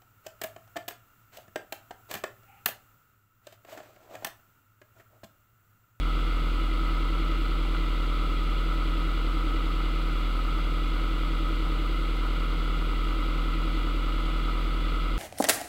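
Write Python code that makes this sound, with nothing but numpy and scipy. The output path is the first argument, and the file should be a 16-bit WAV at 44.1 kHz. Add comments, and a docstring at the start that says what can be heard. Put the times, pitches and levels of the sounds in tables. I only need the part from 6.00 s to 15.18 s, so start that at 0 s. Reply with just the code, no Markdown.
"""Narrowboat diesel from the stern deck

A four-cylinder, four-stroke diesel plods along a canal at about 1230 rpm. Its sounds are periodic in
the crank's rotation: the exhaust drones at the firing rate and the steel hull hums at harmonics of
the engine cycle. Valve gear and injectors clatter under the deck, and belt-driven parts hum and
whine. A low wind rumble, a faint hiss and a thin whistle lie behind."""
import sys
import numpy as np
from scipy import signal
from scipy.fft import rfft, irfft
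from scipy.io import wavfile
from scipy.ndimage import uniform_filter1d

SR = 44100
rng = np.random.default_rng(int(sys.argv[2]) if len(sys.argv) > 2 else 0)


def log_audio(samples):
    """Write samples as a 16-bit WAV file to the path given in sys.argv[1]."""
    # one column per channel
    frames = np.atleast_2d(samples).T
    # limit to full scale, then quantise
    limited = np.clip(frames, -1, 1)
    pcm = np.round(limited * 32767).astype(np.int16)
    wavfile.write(sys.argv[1], SR, pcm)


N = 404822
TIME = np.arange(N) / SR


def undb(db):
    """Decibels to amplitude ratio."""
    return 10 ** (np.asarray(db) / 20)


def unit(x):
    """Normalisation to rms 1."""
    return x / np.sqrt(np.mean(x ** 2))


def curve(table):
    """Linear interpolation of (seconds, value) rows at every sample."""
    return np.interp(TIME, *np.transpose(table))


def walk(rate_hz):
    """Slow random modulation of rms 1: sample-and-hold noise, smoothed twice."""
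    hold = int(SR / rate_hz)
    held = np.repeat(rng.standard_normal(N // hold + 1), hold)[:N]
    return unit(uniform_filter1d(uniform_filter1d(held, hold), hold))


def tone(turns):
    """A sinusoid of rms 1, its phase given in turns."""
    return np.sqrt(2) * np.cos(2 * np.pi * turns)


def colour(x, outline, size=8192):
    """Minimum-phase filtering by a (Hz, dB) outline; the result has rms 1."""
    hz, db = np.transpose(outline)
    grid = np.maximum(np.arange(size // 2 + 1) * SR / size, 1)
    gain = undb(np.interp(np.log(grid), np.log(hz), db))
    cepstrum = irfft(np.log(gain))
    cepstrum[1:size // 2] *= 2
    cepstrum[size // 2 + 1:] = 0
    response = irfft(np.exp(rfft(cepstrum)))
    return unit(signal.fftconvolve(np.r_[x[-size:], x], response)[size:size + N])


def contact(cycle, repeat):
    """Contact noise of rough metal: the share `repeat` of its power recurs every engine cycle."""
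    period = int(N / cycle[-1])
    recurring = rng.standard_normal(SR)[(cycle % 1 * period).astype(int)]
    return np.sqrt(repeat) * recurring + np.sqrt(1 - repeat) * rng.standard_normal(N)


def knocks(cycle, table, decay_s, scatter_db, jitter_s, floor_db):
    """Envelope of damped impacts at set crank angles, scattered in time and strength, over a floor."""
    position, db = np.transpose(table)
    due = np.arange(np.ceil(cycle[-1]))[:, None] + position
    late, strong = rng.standard_normal((2,) + due.shape)
    onset = (np.interp(due, cycle, np.arange(N), right=2 * N) + late * jitter_s * SR).astype(int)
    heard = (onset >= 0) & (onset < N)
    energy = np.bincount(onset[heard], undb(db + scatter_db * strong)[heard] ** 2, N)
    power = signal.lfilter([1], [1, -np.exp(-2 / (decay_s * SR))], energy)
    return np.sqrt(power / power.mean() + undb(floor_db) ** 2)


# Exhaust spectrum. 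Each row: multiple of the firing rate, relative level in dB.
EXHAUST_HARMONICS = [(1, 0.76), (2, -24), (3, -37), (4, -19.5), (5, -33), (6, -24.5), (7, -21), (8, -23),
                     (12, -30), (13, -31.5)]
# The drone eases slightly. Each row: time in seconds, gain in dB.
EXHAUST_GAIN = [(0.0, -25.5), (3.83, -26), (9.18, -26.5)]


def exhaust(firing, unsteady=0.14, smear_turns=0.13, rise_db_per_s=0.27):
    """One puff per firing makes a harmonic series; the silencer weakens and delays the overtones."""
    drone = undb(EXHAUST_HARMONICS[0][1]) * tone(firing)
    overtone_gain = undb(-0.64 + rise_db_per_s * TIME)  # slowly grows throatier
    for multiple, db in EXHAUST_HARMONICS[1:]:
        lag = (multiple - 1) / 4 + smear_turns * rng.standard_normal()
        lag += unsteady * walk(9.8) / (2 * np.pi)
        amplitude = overtone_gain * undb(db) * (1 + unsteady * walk(8))
        drone += amplitude * tone(multiple * firing - lag)
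    return undb(curve(EXHAUST_GAIN)) * drone


# Hum of the steelwork; the top rows, near 1.3 kHz, are the rocker cover's ring. Each row: multiple of the cycle
# rate, rms level in dB.
HULL_HARMONICS = [(2, -65), (3, -48), (5, -61.5), (6, -60), (7, -57), (13, -59.5), (14, -54.5), (15, -55.5),
                  (17, -70), (26, -58), (30, -54.5), (36, -57.5), (37, -63), (38, -56.5), (39, -70),
                  (42, -56), (44, -61), (46, -61), (56, -74), (58, -60.5), (124, -49), (126, -53.5),
                  (129, -53)]
# Wind rumble below 30 Hz, then the hull's boom. Each row: frequency in Hz, relative gain in dB.
WIND_AND_BOOM = [(8, 3.5), (18, 0.5), (45, -1), (100, -8), (150, 3), (190, -4.5), (240, -7.5), (305, -0.5),
                 (360, -8), (490, -7), (600, -8.5), (660, -17.5), (900, -39)]


def hull_and_wind(cycle, unsteady=0.18, boom_db=-44.5):
    """Forced vibration: unequal cylinders shake the steelwork and rocker cover, and pistons thud in it, over
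    wind rumble."""
    hum = 0
    for multiple, db in HULL_HARMONICS:
        lag = rng.random() + unsteady * walk(4) / (2 * np.pi)
        amplitude = undb(db) * (1 + unsteady * walk(4.3))
        hum += amplitude * tone(multiple * cycle - lag)
    thuds = contact(cycle, repeat=0.13) * undb(2 * tone(8 * cycle))
    return hum + undb(boom_db) * colour(thuds, WIND_AND_BOOM)


# Valve knocks, then injector and piston ticks. Each row: fraction of the cycle, relative level in dB.
VALVE_IMPACTS = [(0.139, -5), (.21, -16), (0.327, -6), (0.491, -14), (0.568, -5.5), (0.643, -10),
                 (0.721, -7), (0.809, -5), (0.957, -4)]
INJECTOR_IMPACTS = [(0.138, 1.5), (.25, -5), (.32, -1), (.43, -9.5), (.5, 2.5), (.57, -8), (.67, -6),
                    (0.749, -2.5), (.94, -1.5)]
# Resonances of the rocker cover, then the block. Each row: frequency in Hz, relative gain in dB.
COVER_RESPONSE = [(450, -31), (660, -17), (790, -12.5), (860, -19.5), (1000, -9.5), (1120, -11.5),
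                  (1210, -4.5), (1305, 1), (1430, -4.5), (1530, -14.5), (1660, -24), (1800, -20),
                  (2100, -46.5)]
BLOCK_RESPONSE = [(1600, -16.5), (1890, -14), (1970, 3.5), (2090, 4), (2330, -1.5), (2410, 1.5),
                  (2540, -5.5), (2880, 3), (3120, -4), (3290, 2.5), (3420, -2.5), (4050, -5.5),
                  (4750, -10.5), (5700, -29), (8000, -37.5)]


def clatter(cycle, valve_db=-40.5, wander_db=0.2, injector_db=-43.5):
    """Impacts excite resonances: tappets ring the rocker cover, injectors and pistons the block."""
    taps = contact(cycle, repeat=0.41)
    taps *= knocks(cycle, VALVE_IMPACTS, decay_s=0.02, scatter_db=1.5, jitter_s=0.00056, floor_db=-2)
    ticks = contact(cycle, repeat=0.099)
    ticks *= knocks(cycle, INJECTOR_IMPACTS, decay_s=0.0093, scatter_db=2.4, jitter_s=0.00037,
                    floor_db=7.5)  # the floor is the rush of the gears
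    cover = undb(valve_db + wander_db * walk(5.5)) * colour(taps, COVER_RESPONSE)
    block = undb(injector_db) * colour(ticks, BLOCK_RESPONSE)
    return cover + block


# Two belt-drive tones with an engine harmonic between them.
# Each row: multiple of the cycle rate, relative level in dB.
BEATING_TONES = [(30.862, -58), (31, -54), (31.045, -48.5)]


def belt_and_engine_beats(cycle, in_phase_s=5.58, waver_turns=0.068, gain_db=1.2):
    """Beating: two belt tones and a nearby engine harmonic swell as they come into phase."""
    turned = cycle - np.interp(in_phase_s, TIME, cycle)
    waver = waver_turns * tone(2 * cycle)  # once per crank turn
    hum = sum(undb(db) * tone(multiple * turned + waver) for multiple, db in BEATING_TONES)
    return undb(gain_db) * hum


def alternator(cycle, level_db=-58, wander_db=3.5, ragged_turns=0.08):
    """A whine tied to shaft speed comes and goes under random amplitude and phase modulation."""
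    swell = unit(undb(wander_db * walk(5.6)))
    return undb(level_db) * swell * tone(334.3 * cycle + ragged_turns * walk(22))


# Engine speed, held by the governor. Each row: time in seconds, firing rate in Hz.
FIRING_RATE = [(0.0, 41.22), (0.8, 41.02), (1.4, 41.17), (2.3, 40.9), (2.75, 41.09), (3.2, 40.75),
               (3.75, 40.71), (5.7, 40.93), (5.98, 41.11), (6.35, 40.84), (7.1, 41), (7.45, 40.93),
               (9.18, 41.12)]


def scene():
    """Phase locking: the engine's sounds follow the crankshaft, with four firings to a cycle."""
    firing = np.cumsum(curve(FIRING_RATE)) / SR
    cycle = firing / 4
    drone = exhaust(firing) + hull_and_wind(cycle) + belt_and_engine_beats(cycle)
    return (drone + alternator(cycle) + clatter(cycle))[None]


# A thin electronic whistle. Each row: frequency in Hz, rms level in dB.
WHISTLE_TONES = [(7690, -84), (7720, -74), (7749.5, -74.5), (7779, -84), (14888, -86), (15175, -88),
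                 (15234, -88), (15352, -88), (15470, -76), (15529, -82)]
# Spectrum of the hiss. Each row: frequency in Hz, relative density in dB.
HISS_SPECTRUM = [(500, 0), (5500, 0), (7500, 1.3), (8200, -2.2), (10500, -2.7), (12000, -4.5),
                 (15700, -6.5)]


def record(dry, hiss_db=-61.2, cutoff_hz=15740):
    """Superposition and band limiting: whistle and hiss join the engine ahead of a steep low-pass."""
    whistle = sum(undb(db) * tone(hz * TIME + rng.random()) for hz, db in WHISTLE_TONES)
    hiss = undb(hiss_db) * colour(rng.standard_normal(N), HISS_SPECTRUM)
    low_pass = signal.ellip(18, .1, 70, cutoff_hz, fs=SR, output="sos")
    return signal.sosfilt(low_pass, dry + whistle + hiss)


dry = scene()
out = record(dry)
log_audio(out)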